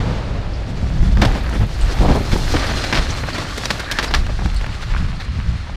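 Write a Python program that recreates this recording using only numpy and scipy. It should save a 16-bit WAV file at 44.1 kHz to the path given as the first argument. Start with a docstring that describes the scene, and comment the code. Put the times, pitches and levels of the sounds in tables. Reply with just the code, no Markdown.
"""A concrete viaduct, its piers blown, collapses span by span across an open valley.
Each landing pushes out a pressure pulse and sets ground and deck rumbling. Concrete bursts and
crushes, brittle pieces snap close by, blocks thud; rubble, gravel, grit and sand pour after them.
Struck steel pings, dragged steel squeals, the railing rings faintly under the gravel.
The blast rolls away between the slopes, which also return a few dull echoes of the impacts."""
import sys
import numpy as np
from scipy import signal
from scipy.fft import rfft, irfft
from scipy.io import wavfile
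from scipy.ndimage import uniform_filter1d

SR = 44100
rng = np.random.default_rng(int(sys.argv[2]) if len(sys.argv) > 2 else 0)


def put_to_file(sound):
    """Save the sound as 16-bit audio at rate SR, in the file named by the first command-line argument."""
    columns = np.atleast_2d(sound).T  # one column per channel
    safe = np.clip(columns, -1, 1)
    whole_steps = np.round(safe * 32767)
    wavfile.write(sys.argv[1], SR, whole_steps.astype(np.int16))


N = 254016
TIME = np.arange(N) / SR

# heavy sections landing: start_s, settle_s, level_db, pitch_hz
LANDINGS = [(0.83, 0.029, -12, 100), (1.012, 0.015, -1, 49.7), (1.054, 0.046, -5.5, 58),
            (1.181, 0.044, -5.5, 79.6), (1.268, .01, -5, 70.5), (1.62, 0.01, -2, 79),
            (1.841, 0.042, -8, 39.4), (1.998, 0.039, -5.5, 44), (2.089, 0.023, -0.5, 61),
            (2.335, 0.0076, -6.5, 55), (2.558, 0.0066, -10, 122), (2.998, 0.0087, -11.5, 42),
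            (3.103, 0.016, -12.5, 79), (4.457, 0.01, -11, 66), (4.553, .02, -15, 42),
            (4.662, 0.04, -16, 58), (4.923, .025, -12.5, 34), (4.97, .015, -14, 72),
            (5.011, 0.038, -10, 71), (5.295, .02, -17.5, 80.4), (5.389, 0.016, -13, 92),
            (5.491, 0.028, -15, 96)]
# shaking between landings: time_s, ground_db, deck_db
RUMBLE_LEVELS = [(0, -18.5, -19), (0.55, -24.5, -27), (0.9, -22.5, -25), (1.1, -17, -24.5),
                 (1.45, -16.5, -25), (1.76, -21.5, -29), (1.9, -18.5, -30), (2.1, -15, -19.5),
                 (2.26, -21.5, -23), (2.52, -15, -23.5), (2.8, -24.5, -24.5), (3.1, -23, -28),
                 (3.4, -26.5, -24.5), (3.7, -30.5, -32.5), (3.85, -28, -32), (3.98, -26, -35.5),
                 (4.2, -19.5, -25), (4.55, -16.5, -26), (4.8, -22.5, -29), (5.13, -22.5, -23.5),
                 (5.225, -24, -28.5), (5.33, -28, -25.5), (5.48, -24.5, -21.5), (5.62, -34, -25.5),
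                 (5.76, -23, -26.5)]
# concrete fractures: start_s, crush_s, crack_db, body_over_crack_db, edge_over_crack_db
FRACTURES = [(1.172, 0.00076, -26.5, 10, -5), (1.216, 0.0055, -22, -5, -1), (1.2192, 0.01, -17.5, -2, -4),
             (1.231, 0.012, -21.5, 8, -5), (1.249, 0.01, -21.5, 6.5, -2), (1.352, 0.028, -35.5, 8, -3.5),
             (1.526, 0.041, -31, 4.5, -19), (1.603, 0.046, -34.5, 4.5, -16), (2.009, 0.036, -38.5, 21, -2),
             (2.047, 0.022, -37.5, 22, -5), (2.084, 0.047, -31, 16.5, -9), (2.15, 0.027, -36.5, 18, -3.5),
             (2.317, 0.026, -26.5, 0, -2), (2.357, 0.0074, -35, 20, -18), (2.539, 0.01, -29.5, 14.5, -9),
             (2.563, 0.0091, -22, -10, -6), (2.62, 0.033, -26, -8, -9), (2.689, 0.031, -26.5, 0, -5),
             (2.839, 0.0097, -22.5, -2.5, -2), (2.926, 0.01, -16, -3.5, -5), (2.944, 0.052, -22, -1, -4),
             (3.233, 0.0031, -31, 9.5, -21), (3.286, 0.0036, -25, -16, -18), (3.344, 0.018, -28, -1, -6.5),
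             (3.382, 0.0075, -27.5, 6.5, -2.5), (3.579, 0.0038, -27, 7, 0), (3.655, 0.0048, -23, -6, -1),
             (3.7039, 0.0087, -18, -2, -0.5), (3.7957, 0.012, -27, -3, -2), (3.913, 0.012, -22.5, -9, 0.5),
             (3.9874, 0.0019, -15.5, -4, -1.5), (3.989, 0.012, -19, -8, -6), (4.0276, 0.014, -26, -1.5, -1),
             (4.043, 0.0061, -23.5, -2, -1), (4.109, .006, -26.5, 2, -4.5),
             (4.139, 0.0037, -12.5, -8.5, -4), (4.145, 0.0067, -16, -12, -1), (4.155, 0.02, -28, -1, -7.5),
             (4.265, 0.0045, -29.5, -3, -5.5), (4.291, 0.012, -35, 8.5, -19), (4.39, 0.0051, -31.5, 9, -22),
             (4.419, 0.0034, -33, 8, -12), (4.4592, 0.0015, -29, 2, -3), (4.544, 0.0017, -43, -8, 0.5),
             (4.61, 0.0062, -32, -4, -6), (4.643, 0.0014, -24, -17, -18), (4.663, 0.004, -30, -5, -5),
             (4.691, 0.0023, -35, 6, -22), (4.824, 0.015, -32.5, -10, -5.5), (4.905, 0.018, -33.5, -10, -9),
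             (4.948, 0.0014, -28, -12, -26), (4.964, 0.0014, -23.5, -12, -28), (5.199, 0.025, -33, -6, -6),
             (5.695, 0.003, -37.5, 10, -18)]
# brittle pieces parting: time_s, peak_db, pitch_hz
SNAPS = [(1.1733, -24, 1700), (1.222, -1.5, 1500), (2.0485, -16, 600), (2.364, -10, 600),
         (2.4802, -13, 1600), (2.5694, -7, 1500), (2.7164, -23, 1550), (2.9302, -10, 1300),
         (2.954, -6, 2100), (2.9748, -6, 2000), (3.1518, -17, 1900), (3.2381, -17, 1250),
         (3.2874, -16.5, 1150), (3.577, -15, 5500), (3.5784, -26, 1800), (3.6145, -16, 2000),
         (3.6368, -12, 1250), (3.657, -11, 5000), (3.7045, -19, 6500), (3.7058, -6, 1700),
         (3.9876, -0.5, 2300), (3.9892, -21, 1000), (4.028, -14, 1700), (4.139, -9, 965),
         (4.1402, -7, 1600), (4.146, -9, 2100), (4.3007, -21, 860), (4.409, -23, 950),
         (4.4591, -14.5, 1150), (4.5013, -19, 2010), (4.613, -23, 1500), (4.6938, -24, 1240),
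         (4.832, -23, 1500), (4.9393, -14.5, 1400), (4.9495, -12, 1050), (5.1179, -21, 1700),
         (5.4018, -17.5, 1500)]
# big blocks hitting the ground: start_s, level_db, pitch_hz
THUDS = [(1.2206, -1, 215), (1.237, -17, 170), (1.554, -12.5, 213), (2.008, -6, 220), (2.026, -10, 260),
         (2.047, -19, 627), (2.105, -20, 333), (2.154, -10, 350), (2.174, -14, 406), (2.206, -9, 265),
         (2.329, -6.5, 227), (2.547, -5, 271), (2.929, -12, 212), (3.236, -25, 1043), (3.287, -21, 1090),
         (3.706, -16.5, 201), (4.142, -17, 244), (4.456, -14, 212)]
# block resonances: pitch_ratio, level_db, t60_s
BLOCK_MODES = [(1, -0.5, 0.051), (1.47, -4.5, 0.047), (2.3, -10.5, 0.037), (3.4, -30, 0.015)]
# debris slide: time_s, gravel_db, grit_db
SLIDE_LEVELS = [(0, -36.5, -41.5), (0.45, -42, -50.5), (1.05, -37.5, -41), (1.15, -39, -43),
                (1.3, -32, -39.5), (1.73, -39, -41), (1.86, -32.5, -35.5), (2.15, -31, -37),
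                (2.43, -36, -32.5), (2.53, -28, -29.5), (2.63, -25, -28.5), (2.85, -30, -33.5),
                (3.05, -29.5, -32), (3.22, -33, -38.5), (3.38, -29, -32.5), (3.55, -34.5, -36),
                (4.06, -31, -38.5), (4.3, -38.5, -41.5), (4.75, -36.5, -43), (4.93, -35.5, -41.5),
                (5.76, -39, -47.5)]
# prominence of single stones and surges as the collapse nears: time_s, gain_db
NEARNESS = [(0, -8), (1.2, 2), (2.7, -0.5), (3.2, -0.5), (5.76, 1)]
# steel dragged over concrete: time_s, pitch_hz, level_db
SCRAPE = [(3.76, 1550, -65), (3.8, 1600, -27), (3.835, 1590, -50), (3.885, 1620, -33), (3.93, 1720, -34),
          (3.97, 1780, -31), (4.005, 1800, -38), (4.04, 1750, -43), (4.1, 1750, -60)]
# steel struck: start_s, level_db, pitch_hz, t60_s
PINGS = [(.535, -43, 5000, 0.18), (1.538, -52, 9550, 0.27), (1.81, -41.5, 8340, 0.19),
         (3.104, -31, 6250, 0.05), (3.331, -33.5, 4450, 0.12), (3.6553, -18, 5400, 0.021),
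         (3.843, -31, 3950, 0.067), (4.08, -35, 4840, 0.12), (4.562, -36.5, 4410, 0.17),
         (4.564, -45, 8600, 0.11), (5.199, -36, 4250, .09)]
# struck steel resonances: pitch_ratio, level_db
STEEL_MODES = [(.86, -4), (.95, -1.5), (1.02, -1), (1.11, -6)]
# railing resonances: pitch_hz, level_db
RAILING_MODES = [(4170, 6), (8300, -15), (8750, -13), (10450, -30)]
# railing under falling gravel: time_s, level_db
RAILING_LEVELS = [(0, -80), (2.3, -52), (2.8, -44.5), (4.0, -59), (4.6, -59), (5.76, -61)]
# falling sand: time_s, level_db
SAND_LEVELS = [(0.0, -65), (0.3, -82), (1.12, -65), (1.39, -59), (1.7, -59), (2.5, -48.5), (2.81, -56),
               (3.13, -58), (3.9, -59), (4.28, -66), (5.76, -79)]
# reflections off deck and slopes: delay_s, gain_db
ECHOES = [(0.032, -27), (0.082, -31), (.147, -33), (0.263, -49)]

# source spectra: frequency_hz, relative_db
GROUND_SPECTRUM = [(12, -15), (20, -6), (26, -2.1), (33, -0.5), (44, -2), (56, -1.5), (75, -22)]
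DECK_SPECTRUM = [(45, -12.5), (62, 1), (80, -2.5), (100, -1), (135, -6), (180, -9.5), (250, -18.5),
                 (360, -37.5)]
BODY_SPECTRUM = [(120, 4.5), (220, 7.5), (450, 1), (800, -1), (1300, -12)]
CRACK_SPECTRUM = [(550, -9), (950, -7), (1750, -3), (2800, -13.5), (4000, -31.5)]
EDGE_SPECTRUM = [(2200, 5.5), (3400, 12.5), (5300, 8), (6500, -2), (8500, -12)]
SPRAY_SPECTRUM = [(5000, 3.5), (7000, 2.5), (9500, -3), (12000, -8.5), (15500, -11)]
RUBBLE_SPECTRUM = [(170, -30), (250, 2.5), (400, -3), (650, -5), (950, -10), (1400, -40)]
GRAVEL_SPECTRUM = [(600, -10), (850, -4.5), (1150, 6.5), (1700, 5), (2600, 1.5), (3300, -3.5), (4400, -2),
                   (5600, -11), (7000, -21), (9500, -51)]
GRIT_SPECTRUM = [(2700, -6.5), (3500, 9), (4500, 10.5), (5700, 7), (7000, 2), (8500, -3.5), (10500, -9),
                 (12000, -19.5), (15500, -20.5)]
SAND_SPECTRUM = [(9000, -5), (11500, 0), (15500, -8)]
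BLAST_SPECTRUM = [(200, -0.5), (330, -1), (500, 5.5), (750, 0), (1200, -4.5), (2000, -10), (3000, -13.5),
                  (4300, -15.5), (6000, -25), (9000, -38.5)]


def landings():
    """Each landing section pushes out one swing of pressure."""
    return sum(from_db(db - 2.5) * swing(start_s, hz) for start_s, _, db, hz in LANDINGS)


def shudder():
    """Power that landings leave in ground and deck; the lower the pitch, the more goes to the ground."""
    rise_s, t60_s = 0.047, 0.12
    tilt_db_per_octave, pivot_hz = 4.5, 62.4
    ground_power, deck_power = np.zeros(N), np.zeros(N)
    for start_s, settle_s, db, hz in LANDINGS:
        rise = np.clip(1 + (TIME - start_s) / rise_s, 0, 1)
        fade_db = -60 * np.clip((TIME - start_s - settle_s) / t60_s, 0, 2)
        tilt_db = tilt_db_per_octave * np.log2(hz / pivot_hz)
        power = (rise * from_db(db + fade_db)) ** 2
        ground_power += power * from_db(-10.5 - tilt_db) ** 2
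        deck_power += power * from_db(-11 + tilt_db) ** 2
    return ground_power, deck_power


def rumble():
    """Ground and hollow deck shake under the falling mass: uneven buffets, harder at each landing."""
    ground_db, deck_db = curves(RUMBLE_LEVELS)
    ground_power, deck_power = shudder()
    ground_bed = from_db(ground_db - 1.05 + 3.3 * drift(rate_hz=16))
    deck_bed = from_db(deck_db + 2.1 * drift(rate_hz=16))
    shake = levelled(coloured(noise(), GROUND_SPECTRUM), span_s=0.029)
    boom = levelled(deck_boom(), span_s=0.043)
    return np.sqrt(ground_bed ** 2 + ground_power) * shake + np.sqrt(deck_bed ** 2 + deck_power) * boom


def deck_boom(split_hz=115, dulling_db_per_s=2):
    """The boom dulls as more of the deck lies on the ground."""
    boom = coloured(noise(), DECK_SPECTRUM)
    low = lowpass(boom, split_hz, order=1)
    return low + (boom - low) * from_db(3 - dulling_db_per_s * TIME)


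def fractures():
    """Concrete breaks: massive pieces have more body, near ones more edge; fine splinters spray after."""
    _, _, crack_db, body_over_db, edge_over_db = np.transpose(FRACTURES)
    body_db = crack_db + body_over_db - 0.5
    edge_db = crack_db + edge_over_db - 0.2
    spray_db = 0.5 * crack_db + 2.6 * edge_over_db - 20
    body = bursts(body_db, BODY_SPECTRUM, snap=0.19, t60_s=0.0081, tail_db=-11.5, tail_t60_s=0.66)
    crack = bursts(crack_db - 1, CRACK_SPECTRUM, snap=1.8, t60_s=0.018, tail_db=-11, tail_t60_s=0.09)
    edge = bursts(edge_db, EDGE_SPECTRUM, snap=0.14, t60_s=0.0036, tail_db=-12, tail_t60_s=0.19)
    spray = bursts(spray_db, SPRAY_SPECTRUM, snap=0.91, t60_s=0.026, tail_db=-12, tail_t60_s=0.36)
    return body + crack + edge + spray


def bursts(levels_db, spectrum, snap, t60_s, tail_db, tail_t60_s):
    """One band of the fractures: a snap, tearing while the piece is crushed, a scattered tail."""
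    power = np.zeros(N)
    for (start_s, crush_s, *_), db in zip(FRACTURES, levels_db):
        start = int(start_s * SR)
        age_s = TIME[:min(N - start, SR // 2)]
        after_s = np.maximum(age_s - crush_s, 0)
        onset = snap * np.exp(-age_s / 0.0015)
        crush = from_db(-60 * after_s / t60_s) ** 2
        tail = from_db(tail_db - 60 * after_s / tail_t60_s) ** 2
        power[start:start + len(age_s)] += from_db(db) ** 2 * (onset + crush + tail)
    tearing = levelled(coloured(stones(per_s=1500, spread_db=0, wash=0.25), spectrum), span_s=0.0022)
    top_hz = spectrum[-1][0]  # keeps the onset within the band
    return lowpass(np.sqrt(power) * tearing, top_hz, order=4)


def snaps():
    """A brittle piece parts at once: one very short, harsh pressure swing, no ring."""
    return sum(from_db(db) * swing(time_s, hz) for time_s, db, hz in SNAPS)


def thuds():
    """Blocks land with a short hollow knock; mode pitch and strength vary per block."""
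    out = np.zeros(N)
    for start_s, db, hz in THUDS:
        start = int(start_s * SR)
        age_s = np.maximum(TIME[start:start + SR // 8] - start_s, 0)
        rise = 1 - np.exp(-2 * hz * age_s)
        for ratio, mode_db, t60_s in BLOCK_MODES:
            detune, scatter_db = rng.standard_normal(2)
            ring = np.sin(2 * np.pi * hz * ratio * (1 + 0.04 * detune) * age_s)
            decay = from_db(db + mode_db + scatter_db - 60 * age_s / t60_s)
            out[start:start + len(age_s)] += rise * decay * ring
    return out


def debris():
    """Rubble, gravel and grit slide in a surging rush; single lumps knock, clack and chink on top."""
    landed_s, sink_db_per_s, settle_db_per_s = 4.85, 2.5, 5
    gravel_db, grit_db = curves(SLIDE_LEVELS)
    near_db, = curves(NEARNESS)
    # big blocks fall first; once most have landed, surges and single knocks die down
    rubble_db = gravel_db + 5 - sink_db_per_s * np.minimum(TIME, landed_s)
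    single_db = near_db - settle_db_per_s * np.maximum(TIME - landed_s, 0)
    surge = drift(rate_hz=40) * from_db(single_db)
    _, deck_power = shudder()
    thrown = from_db(-22.5) * np.sqrt(deck_power)  # blocks thrown by landings

    blocks = stones(per_s=450, spread_db=3, wash=0.95)
    chips = stones(per_s=900, spread_db=3, wash=2.2)
    rubble = levelled(coloured(blocks, RUBBLE_SPECTRUM), span_s=0.088)
    rubble *= np.hypot(from_db(rubble_db), thrown) * from_db(1.14 * surge)
    gravel = levelled(coloured(chips + 0.52 * blocks, GRAVEL_SPECTRUM), span_s=0.048)
    gravel *= from_db(gravel_db - 1.85 + 0.99 * surge)
    grit = levelled(coloured(chips, GRIT_SPECTRUM), span_s=0.073)
    grit *= from_db(grit_db - 2 + 2.2 * surge)

    lumps = knocks(per_s=85, low_hz=750, high_hz=3200, spread_db=10, t60_cycles=11, rattle=0.16)
    lumps *= from_db(gravel_db + single_db - 7)
    clacks = coloured(stones(per_s=45, spread_db=2.2, wash=0), CRACK_SPECTRUM)
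    clacks *= from_db(gravel_db + single_db - 8)
    chinks = knocks(per_s=55, low_hz=2800, high_hz=6500, spread_db=9, t60_cycles=55, rattle=0.2)
    chinks *= from_db(grit_db + single_db - 10)
    return rubble + gravel + grit + lumps + clacks + chinks


def stones(per_s, spread_db, wash):
    """Random stone impacts, few large and many small, over a wash of countless far ones."""
    sizes = from_db(spread_db * np.minimum(rng.exponential(1, N), 4)) * rng.choice([-1, 1], N)
    impacts = sizes * (rng.random(N) < per_s / SR)
    return impacts / impacts.std() + wash * noise()


def knocks(per_s, low_hz, high_hz, spread_db, t60_cycles, rattle):
    """Pieces knock singly, each ringing at its own pitch and rattling as it settles."""
    age_s = TIME[:SR // 40]
    length = len(age_s)
    out = np.zeros(N + length)
    for when, size, pitch in rng.random((int(per_s * N / SR), 3)):
        hz = low_hz * (high_hz / low_hz) ** pitch
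        contacts = rattle * rng.standard_normal(length) * np.exp(-age_s / 0.014)
        contacts[0] = 1  # first hit
        ring = np.sin(2 * np.pi * hz * age_s) * from_db(-60 * hz * age_s / t60_cycles)
        start = int(when * N)
        out[start:start + length] += from_db(spread_db * size ** 2) * np.convolve(contacts, ring)[:length]
    return out[:N] / out.std()


def steel_scrape():
    """Steel dragged over concrete sticks, slips and squeals."""
    pitch_hz, level_db = curves(SCRAPE)
    slip_db = 3 * drift(rate_hz=150)
    squeal = levelled(rough_tone(pitch_hz, width_hz=480), span_s=0.012)
    return from_db(level_db + slip_db) * squeal * (TIME > SCRAPE[0][0])


def steel_pings():
    """Struck bars ring briefly in a cluster of close modes."""
    out = np.zeros(N)
    for start_s, db, hz, t60_s in PINGS:
        age_s = np.maximum(TIME - start_s, 0)
        rise = np.minimum(age_s * hz, 1)  # one cycle
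        ring = sum(from_db(mode_db) * rough_tone(hz * ratio, width_hz=450)
                   for ratio, mode_db in STEEL_MODES)
        out += rise * from_db(db - 60 * np.minimum(age_s / t60_s, 2)) * ring
    return out


def railing():
    """Falling gravel keeps the railing ringing faintly."""
    level_db, = curves(RAILING_LEVELS)
    return from_db(level_db) * sum(from_db(db) * rough_tone(hz, width_hz=120) for hz, db in RAILING_MODES)


def sand():
    """Fine sand falls in small spurts with a high hiss."""
    sand_db, = curves(SAND_LEVELS)
    spurts_db = 1.3 * drift(rate_hz=14) + 1.2 * drift(rate_hz=60)
    grains = stones(per_s=1400, spread_db=-1, wash=1.1)
    return from_db(sand_db - 1.5 + spurts_db) * coloured(grains, SAND_SPECTRUM)


def splinters(t60_s=0.031):
    """Flakes split off the sliding concrete in tiny dry spits; level follows the sand."""
    sand_db, = curves(SAND_LEVELS)
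    splits = stones(per_s=34, spread_db=2.2, wash=0)
    envelope = signal.lfilter([1], [1, -from_db(-60 / (t60_s * SR))], np.abs(splits) + 1e-18)
    return from_db(sand_db + 2) * coloured(envelope * noise(), SPRAY_SPECTRUM)


def blast_echo(t60_s=2.84):
    """The bang of the charges rolls between the slopes and dies away."""
    level_db = -26 - 60 * TIME / t60_s + 1.1 * drift(rate_hz=34.6)
    return from_db(level_db) * coloured(noise(), BLAST_SPECTRUM)


def valley_echoes(x):
    """A few separate echoes, dulled by grass and trees."""
    dull = lowpass(x, cutoff_hz=2500, order=2)
    return sum(from_db(db) * np.interp(TIME - delay_s, TIME, dull, left=0) for delay_s, db in ECHOES)


def swing(centre_s, hz):
    """One pressure swing, down then up; peak 1."""
    phase = np.clip(2 * np.pi * hz * (TIME - centre_s), -10, 10)
    return phase * np.exp((1 - phase ** 2) / 2)


def rough_tone(hz, width_hz):
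    """Resonance driven by irregular contact; rms 1."""
    phase = 2 * np.pi * np.cumsum(hz * np.ones(N) / SR)
    return drift(width_hz) * np.sin(phase) + drift(width_hz) * np.cos(phase)


def coloured(x, spectrum):
    """Minimum-phase filter to a spectrum, 30 dB/octave down past its ends; rms 1."""
    hz, db = np.transpose(spectrum)
    bin_oct = np.log2(np.maximum(np.arange(N // 2 + 1) * SR / N, 1))
    knot_oct = np.log2(hz)
    outside_oct = np.abs(bin_oct - np.clip(bin_oct, knot_oct[0], knot_oct[-1]))
    gain_db = np.maximum(np.interp(bin_oct, knot_oct, db) - 30 * outside_oct, -90)
    cepstrum = irfft(np.log(from_db(gain_db)), N)
    cepstrum[1:N // 2] *= 2  # fold to causal
    cepstrum[N // 2 + 1:] = 0
    y = irfft(rfft(x) * np.exp(rfft(cepstrum)), N)
    return y / y.std()


def levelled(x, span_s):
    """Rms held near 1 over span_s; faster detail stays."""
    size = int(span_s * SR)
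    power = uniform_filter1d(uniform_filter1d(x * x, size), size)
    return x / np.sqrt(np.maximum(power, 1e-20))


def lowpass(x, cutoff_hz, order):
    """Causal, maximally flat low-pass."""
    return signal.sosfilt(signal.butter(order, cutoff_hz, fs=SR, output="sos"), x + 1e-18)


def drift(rate_hz):
    """Random wander through rate_hz knots a second; rms 1."""
    knots = rng.standard_normal(4096)
    return np.interp(TIME * rate_hz, np.arange(len(knots)), knots) * np.sqrt(3 / 2)


def noise():
    """White noise."""
    return rng.standard_normal(N)


def curves(rows):
    """Value columns of a time table, interpolated per sample."""
    time_s, *columns = np.transpose(rows)
    return [np.interp(TIME, time_s, column) for column in columns]


def from_db(db):
    """Decibels to gain."""
    return 10 ** (np.asarray(db) / 20)


def scene():
    """The collapse from one spot on the slope, mono; only the sharp sounds feed the echoes."""
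    sharp = fractures() + snaps() + thuds() + steel_scrape() + steel_pings() + railing()
    rolling = blast_echo() + rumble() + landings()
    pouring = sand() + splinters() + debris()
    return (rolling + sharp + valley_echoes(sharp) + pouring)[None]


def record(dry):
    """Soft-clip the peaks, fade both ends, cut the top."""
    ceiling, fade_s, cutoff_hz = 0.95, 0.004, 15300
    rounded = dry / (1 + (dry / ceiling) ** 6) ** (1 / 6)
    from_end_s = np.minimum(TIME, TIME[::-1])
    fade = np.sin(np.pi / 2 * np.minimum(from_end_s / fade_s, 1)) ** 2
    return signal.sosfilt(signal.ellip(10, 0.1, 80, cutoff_hz, fs=SR, output="sos"), rounded * fade)


dry = scene()
out = record(dry)
put_to_file(out)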